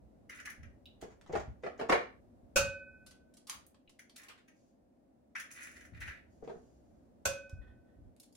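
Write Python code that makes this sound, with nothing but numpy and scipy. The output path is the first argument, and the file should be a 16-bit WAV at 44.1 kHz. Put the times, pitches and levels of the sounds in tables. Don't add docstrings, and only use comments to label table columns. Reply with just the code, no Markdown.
import sys
import numpy as np
from scipy import signal
from scipy.fft import rfft, irfft
from scipy.io import wavfile

SR = 44100
rng = np.random.default_rng(int(sys.argv[2]) if len(sys.argv) > 2 else 0)


def dump(signal):
    limited = np.clip(np.atleast_2d(signal).T, -1, 1)
    pcm = np.round(limited * 32767).astype(np.int16)
    wavfile.write(sys.argv[1], SR, pcm)


N = 368676


def amp(db):
    return 10 ** (np.asarray(db) / 20)


def unit(x):
    return x / np.sqrt(np.mean(x ** 2) + 1e-20)


def read(points, hz):
    f, value = np.transpose(points)
    return np.interp(np.log(hz + 1), np.log(f + 1), value)


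def add(mix, start_s, sound):
    part = mix[:, max(round(start_s * SR), 0):][:, :sound.shape[1]]
    part += sound[:, :part.shape[1]]


def pulse(colour, tilt_db_oct=0, size=4096):
    hz = abs(np.fft.fftfreq(size, 1 / SR))
    log_gain = np.log(amp(np.maximum(read(colour, hz), -100) + tilt_db_oct * np.log2(hz + 20)))
    spectrum = np.exp(np.conj(signal.hilbert(log_gain)))
    click = np.fft.ifft(spectrum).real[:size // 2]
    return click / np.linalg.norm(click)


# f/Hz, coefficient
CORRELATION = [(50, 0.5), (250, 0.6), (500, 0.1), (1000, -.15), (2400, 0), (6000, -.1), (16000, -.2)]

def pair(x):
    left, other = rfft(x)
    same = np.clip(read(CORRELATION, np.fft.rfftfreq(x.shape[1], 1 / SR)), -1, 1)
    right = same * left + np.sqrt(1 - same ** 2) * other
    return irfft(np.array([left, right]), x.shape[1])


def noise(colour):
    spectrum = rfft(rng.standard_normal((2, N))) * amp(read(colour, np.fft.rfftfreq(N, 1 / SR)))
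    return unit(pair(irfft(spectrum, N)))


# f/Hz, t60/s
KITCHEN_T60 = [(60, 0.077), (250, 0.37), (600, .28), (1500, 0.34), (4000, .31), (8000, .25), (16000, .18)]

def kitchen(direct_db, early_db=-1, early_s=0.012, echoes_per_s=1500, size=12288):
    t = np.arange(size) / SR
    hz, frame_s, diffuse = signal.stft(pair(rng.standard_normal((2, size))), SR, nperseg=256)
    decay = amp(-60 * frame_s / read(KITCHEN_T60, hz)[:, None])
    tail = signal.istft(diffuse * decay, SR)[1][:, :size]
    echoes = rng.choice([-1, 1], (2, size)) * (rng.random((2, size)) < echoes_per_s / SR)
    early = pair(echoes) * np.exp(-t / early_s)
    path = (unit(tail) + amp(early_db) * unit(early)) / np.sqrt(size)
    path[:, 0] += amp(direct_db)
    return path / np.sqrt(np.sum(path ** 2) / 2)


def envelope(length_s, attack_s, release_s, sag_db):
    t = np.arange(0, length_s + 6 * release_s, 1 / SR)
    held = np.minimum(t / attack_s, 1) * amp(sag_db * np.minimum(t / length_s, 1))
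    return held * np.exp(-np.maximum(t - length_s, 0) / release_s)


def strokes(rows, colour, gain_db, attack_s, release_s, sag_db, catches_per_s, spread_db):
    path = signal.fftconvolve(pulse(colour)[None], kitchen(direct_db=-5), axes=1)
    out = np.zeros((2, N))
    for start_s, length_s, db in rows:
        contact = amp(db + gain_db) * envelope(length_s, attack_s, release_s, sag_db)[:SR]
        sign, size, chance = rng.random((3, SR))[:, :len(contact)]
        size_db = spread_db * np.minimum(-np.log(size + 1e-9), 4)
        slips = np.sign(sign - .5) * amp(size_db) * (chance < catches_per_s / SR)
        add(out, start_s, signal.fftconvolve((unit(slips) * contact)[None], path, axes=1))
    return out


def force(crush_s, crumble_db, lead_s, lead_db, grains_per_s=2200, size=5000):
    t = np.arange(size) / SR - lead_s
    grains = rng.standard_normal(size) * (rng.random(size) < grains_per_s / SR)
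    scuff = amp(lead_db) * np.exp(-2 * abs(t) / lead_s)
    crush = np.exp(-abs(t) / max(crush_s, .001))
    push = amp(crumble_db) * unit(grains * np.where(t < 0, scuff, crush)) / np.sqrt(size)
    push[np.argmin(abs(t))] += 1
    return push


def blows(rows, colour, gain_db, direct_db, crumble_db, lead_s, lead_db, pan_db):
    out = np.zeros((2, N))
    for contact_s, db, crush_s, tilt_db_oct, *_ in rows:
        blow = signal.fftconvolve(force(crush_s, crumble_db, lead_s, lead_db), pulse(colour, tilt_db_oct))
        blow = signal.fftconvolve(blow[None], kitchen(direct_db), axes=1)
        blow *= np.sqrt(SR / 20) / np.linalg.norm(blow)
        add(out, contact_s - lead_s, amp(db + gain_db) * blow)
    return out * amp(pan_db * np.array([[.5], [-.5]]))


def lasting(rows, crush_s):
    return [(s, db, crush_s, tilt) for s, db, tilt in rows]


# f/Hz, level/dB
AIR_COLOUR = [(15, -40.5), (28, -17.5), (55, -9.5), (157, -9.5), (249, 0.5), (440, -12.5), (560, -7.5),
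              (734, -13), (850, -20), (1160, -28), (1600, -31), (3100, -41), (10400, -44.5), (16000, -51)]
THUD_COLOUR = [(20, -26.5), (45, -7), (62, 0.5), (85, -2.5), (130, -10.5), (220, -17.5), (400, -34),
               (900, -68), (3000, -100)]
# t/s, level/dB
MOVEMENT = [(0, 0), (2.9, 3), (3.8, -16.5), (5.25, -14.5), (5.9, 1.5), (8.08, -2), (8.17, -12)]
# t/s, length/s, level/dB
WEIGHT_SHIFTS = [(0, 0.069, -64), (0.572, 0.12, -54), (1.296, 0.16, -52.5), (1.898, .06, -57),
                 (2.575, 0.1, -43), (3.548, .03, -61), (5.92, 0.15, -54.5), (7.26, .05, -45.5),
                 (7.553, .23, -61), (7.955, 0.11, -59.5)]

def room_rumble(air_db=-64, air_share=0.25, stir_db=-68):
    moving_db = np.interp(np.arange(N) / SR, *np.transpose(MOVEMENT))
    rumble = amp(stir_db + moving_db)[None]
    for start_s, length_s, db in WEIGHT_SHIFTS:
        add(rumble, start_s, amp(db) * envelope(length_s, attack_s=.023, release_s=.035, sag_db=-2)[None])
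    return amp(air_db + air_share * moving_db) * noise(AIR_COLOUR) + rumble * noise(THUD_COLOUR)


# t/s, length/s, rasp level/dB, fizz level/dB
SHELL_SLIDES = [(0.294, 0.095, -48.5, -63), (0.455, 0.048, -53, -72), (3.995, 0.019, -59, -76),
                (4.153, 0.09, -57, -68), (5.356, .04, -47, -54.5), (5.5, 0.056, -54.5, -55),
                (5.554, 0.12, -46.5, -55.5), (5.684, .17, -58.5, -65.5), (5.929, 0.094, -57, -78),
                (6.003, 0.11, -45.5, -66), (6.119, .06, -53.5, -85)]
# f/Hz, level/dB
RASP_COLOUR = [(600, -33), (1100, -15.5), (1500, -2.5), (1900, 2), (2500, -5), (3200, -17), (5000, -25.5),
               (9000, -35)]
FIZZ_COLOUR = [(1500, -21), (3800, -20), (6300, -1), (8000, -8.5), (10500, -0.5), (13000, -22),
               (15500, -9.5)]

def sliding_shell():
    slides = np.array(SHELL_SLIDES)
    rasp = strokes(slides[:, [0, 1, 2]], RASP_COLOUR, gain_db=-2.5,
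                   attack_s=.0054, release_s=.012, sag_db=-2.5, catches_per_s=800, spread_db=5)
    fizz = strokes(slides[:, [0, 1, 3]], FIZZ_COLOUR, gain_db=-.5,
                   attack_s=.0088, release_s=.015, sag_db=-3, catches_per_s=463, spread_db=5)
    return rasp + fizz


# t/s, level/dB, tilt/(dB/oct)
HALF_CLACKS = [(.2974, -42, -0.8), (.4009, -44, -2), (.4574, -39, 0), (.4745, -38.5, -11), (.5014, -46, 4),
               (.5151, -51, -6), (.6325, -51, -5), (3.994, -48, 1), (4.1803, -51.5, 6), (4.4826, -57, -1),
               (5.3553, -34, -6.5), (5.364, -34, -5.5), (5.4001, -38.5, 1), (5.4431, -49, -8),
               (5.767, -49, -1.5), (5.81, -54, -0.5), (5.852, -52.5, -2), (6.006, -48.5, 2),
               (6.02, -41, -5), (6.0791, -38.5, -5.5), (6.1105, -49, -8.5)]
# f/Hz, level/dB
HALF_COLOUR = [(470, -67), (800, -29.5), (930, -30.5), (1230, -18), (1350, -12), (1760, -2), (2130, -6),
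               (3650, -22.5), (4860, -22.5), (6090, -13), (8030, -28), (10400, -18), (12900, -37),
               (14700, -26), (16000, -27.5)]

def half_shells():
    return blows(lasting(HALF_CLACKS, crush_s=.0039), HALF_COLOUR, gain_db=-7, direct_db=-5.5,
                 crumble_db=0, lead_s=.0052, lead_db=1, pan_db=1)


# t/s, level/dB, push/s, tilt/(dB/oct)
COUNTER_THUDS = [(0.588, -55, 0.0076, 1), (0.641, -52, 0.014, -17.5), (1.33, -44, 0.0078, 3.5),
                 (1.478, -35, 0.0091, 1), (2.43, -50.5, 0.012, -5), (2.569, -43, 0.012, -1.7),
                 (5.921, -43.5, 0.0077, -0.5), (6.077, -41.5, 0.0078, -11.5), (7.258, -35.5, 0.012, -1.5),
                 (7.528, -35, 0.01, -5), (7.583, -37.5, 0.008, -11), (8.059, -47, 0.0096, -1)]

def counter_thuds():
    return blows(COUNTER_THUDS, THUD_COLOUR, gain_db=-6.5, direct_db=-4,
                 crumble_db=-1.5, lead_s=.01, lead_db=-6.5, pan_db=-1)


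# t/s, level/dB, tilt/(dB/oct)
SHELL_CLINKS = [(.857, -49.5, 3), (3.8765, -58, -8)]
# f/Hz, level/dB
CLINK_COLOUR = [(1500, -43), (2500, -11), (2850, -2), (3150, -14), (3600, -7.5), (3880, 0.5), (4250, -21),
                (8000, -39), (16000, -35)]

def shell_clinks():
    return blows(lasting(SHELL_CLINKS, crush_s=.0017), CLINK_COLOUR, gain_db=-7, direct_db=-3,
                 crumble_db=-8, lead_s=.0013, lead_db=13, pan_db=-.5)


# t/s, level/dB, rub/s, tilt/(dB/oct)
BOX_KNOCKS = [(1.014, -49, 0.0042, 9.5), (1.026, -36.5, 0.0024, -5.5), (1.296, -35.5, 0.0054, -5),
              (1.335, -26, 0.0042, -0.6), (1.353, -23, 0.0068, 0.24), (1.636, -30.5, 0.015, -0.5),
              (1.664, -30, 0.0044, -0.3), (1.797, -30, 0.0017, 1), (1.812, -26.5, 0.0079, 0),
              (1.897, -16.5, 0.0015, 1), (1.923, -14, 0.0037, 0.6), (1.954, -31.5, 0.002, 0.5),
              (6.425, -38.5, 0.0063, -7.5), (6.476, -36, 0.0023, -2), (6.496, -34.5, 0.0033, -1.5),
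              (6.554, -45, 0.0037, -6.5)]
# f/Hz, level/dB
BOX_COLOUR = [(90, -32.5), (170, -15.5), (310, -13), (400, -4), (466, 0.5), (550, -8), (670, -3),
              (1000, -15.5), (1400, -16.5), (2200, -22), (3500, -33), (6200, -41.5), (10000, -51.5),
              (16000, -68.5)]

def box_knocks():
    return blows(BOX_KNOCKS, BOX_COLOUR, gain_db=-7.5, direct_db=-7.5,
                 crumble_db=5.5, lead_s=.006, lead_db=-10.5, pan_db=-.5)


# t/s, level/dB, tilt/(dB/oct)
SHELL_SNAPS = [(1.0161, -59, -13), (1.2126, -53, -9), (1.263, -49, -12), (3.065, -46.5, -1.5),
               (3.1098, -50.5, -4.2), (3.339, -56, -1), (3.3702, -51, -1.5), (3.471, -44.5, -3),
               (3.4972, -29, -3), (3.6656, -52, 12.5), (3.7452, -59, -7), (3.8946, -54.5, -3.5),
               (4.0966, -52.5, -5.5), (4.162, -42, -2), (4.2337, -51.5, -2.5), (7.4959, -54.5, -3.5),
               (8.1645, -64, -3.5), (8.1994, -47, 3.5), (8.2313, -53.5, 0), (8.326, -61.5, 3.5),
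               (8.3514, -54.5, -1.8)]
# f/Hz, level/dB
SNAP_COLOUR = [(350, -52.5), (600, -23), (869, -12.5), (1210, -10), (1350, -11), (1550, -13.5), (3160, -5),
               (3390, -2.5), (3630, -4), (4400, -2), (10000, -1), (16000, -17.5)]

def shell_snaps():
    return blows(lasting(SHELL_SNAPS, crush_s=.0031), SNAP_COLOUR, gain_db=-11.5, direct_db=-3.5,
                 crumble_db=6.5, lead_s=.0022, lead_db=-9, pan_db=-.5)


# t/s, length/s, level/dB
FINGER_STROKES = [(1.02, 0.018, -53), (1.098, 0.022, -58), (1.27, 0.063, -62), (1.32, 0.082, -49.5),
                  (1.622, .025, -52), (1.775, 0.038, -54.5), (1.885, .05, -39.5), (6.42, .09, -64)]
# f/Hz, level/dB
BRUSH_COLOUR = [(150, -5), (450, -6.5), (900, -8), (1800, -10), (4000, -26), (6800, -18), (11000, -48),
                (16000, -36)]

def fingers():
    return strokes(FINGER_STROKES, BRUSH_COLOUR, gain_db=.5,
                   attack_s=.0059, release_s=.0084, sag_db=-4, catches_per_s=800, spread_db=7)


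# t/s, level/dB, crush/s, tilt/(dB/oct), ring level/dB, ring tilt/(dB/oct)
RIM_TAPS = [(2.5591, -11, 0.013, 0.5, 0.5, 0.5), (7.254, -16, 0.004, 1, -5.5, -1.5)]
# f/Hz, level/dB
CRACK_COLOUR = [(100, -16), (300, -20), (450, -9.5), (580, -6.5), (950, -17.5), (1280, -7), (1520, -7.5),
                (2000, -23), (2520, -14.5), (3400, -20.5), (5200, -19.5), (6250, -13), (8000, -20.5),
                (16000, -31.5)]

def egg_cracks():
    return blows(RIM_TAPS, CRACK_COLOUR, gain_db=-13, direct_db=-14,
                 crumble_db=5.5, lead_s=.004, lead_db=-23, pan_db=-1.5)


# f/Hz, level/dB, t60/s
BOWL_MODES = [(561, -28, .55), (542, -31, .53), (1501, -41, .98), (1516, -38.5, 1.05), (1509, -30, .13),
              (2520, -33, .69), (2529, -32, .16), (2760, -35, .28), (3063, -47, .32), (3761, -44, .34),
              (4341, -52, .36), (4397, -42, .3), (5074, -45, .28), (6115, -48, .26), (6244, -45, .24),
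              (6525, -47, .27), (7365, -45, .2)]

def bowl_ring(rise_s=.004, pan_db=-2):
    out, t = np.zeros((2, N)), np.arange(2 * SR) / SR
    for tap_s, *_, ring_db, tilt_db_oct in RIM_TAPS:
        for hz, db, t60_s in BOWL_MODES:
            phase = rng.uniform(-.5, .5, (2, 1))
            mode_db = db + ring_db + tilt_db_oct * np.log2(hz / BOWL_MODES[0][0])
            mode = amp(mode_db - 60 * t / t60_s) * np.sin(2 * np.pi * hz * t + phase)
            add(out, tap_s, mode * (1 - np.exp(-t / rise_s)))
    return out * amp(pan_db * np.array([[.5], [-.5]]))


# t/s, length/s, level/dB
SHELL_TEARS = [(3.468, 0.032, -53.5), (3.5, 0.043, -52), (4.19, 0.12, -69.5)]
# f/Hz, level/dB
TEAR_COLOUR = [(500, -22), (850, -2), (1150, 4), (1500, -9), (3200, -9.5), (7000, -18), (16000, -16)]

def tearing_shell():
    return strokes(SHELL_TEARS, TEAR_COLOUR, gain_db=.5,
                   attack_s=.013, release_s=.012, sag_db=-2.5, catches_per_s=900, spread_db=3)


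# t/s, level/dB, splash/s, tilt/(dB/oct)
EGG_PLOPS = [(4.285, -52.5, 0.0069, 3), (4.296, -52.5, 0.02, -2), (4.378, -63, 0.016, -1)]
# f/Hz, level/dB
PLOP_COLOUR = [(150, -11), (350, -4), (900, -2), (1500, 2), (3000, 0), (5000, -8.5), (9000, -13.5),
               (16000, -29)]

def egg_plops():
    return blows(EGG_PLOPS, PLOP_COLOUR, gain_db=-2, direct_db=-15,
                 crumble_db=3, lead_s=.004, lead_db=1, pan_db=-.5)


# t/s, length/s, level/dB
ARM_SWISHES = [(4.53, .17, -82.5), (6.28, .18, -84), (6.46, 0.32, -81.5), (6.8, 0.26, -91)]
# f/Hz, level/dB
SWISH_COLOUR = [(1500, -27), (2600, -11), (3800, -12), (4700, -6), (5600, -5), (6600, -0.5), (8500, -15.5),
                (11000, -13), (14000, -28)]

def arm_swishes():
    return strokes(ARM_SWISHES, SWISH_COLOUR, gain_db=3,
                   attack_s=.037, release_s=.03, sag_db=-6.5, catches_per_s=6000, spread_db=3)


# t/s, length/s, level/dB
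PRY_STROKES = [(7.612, 0.017, -58), (7.66, 0.043, -66), (7.86, .1, -81.5)]
# f/Hz, level/dB
CREAK_COLOUR = [(1200, -9), (1650, -5), (1850, 3), (2150, -18), (2700, -22), (3400, -11.5), (4400, -29),
                (8000, -40)]

def wet_creak():
    return strokes(PRY_STROKES, CREAK_COLOUR, gain_db=.5,
                   attack_s=.006, release_s=.012, sag_db=-5.5, catches_per_s=800, spread_db=5.5)


def scene():
    around_bowl = room_rumble() + sliding_shell() + half_shells() + counter_thuds()
    handling = shell_clinks() + box_knocks() + shell_snaps() + fingers()
    opening = egg_cracks() + bowl_ring() + tearing_shell() + egg_plops() + arm_swishes() + wet_creak()
    return around_bowl + handling + opening


def record(dry, cutoff_hz=16000):
    low_pass = signal.firwin(401, cutoff_hz, window=("kaiser", 9), fs=SR)
    return signal.oaconvolve(dry, low_pass[None], "same", axes=1)


dry = scene()
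out = record(dry)
dump(out)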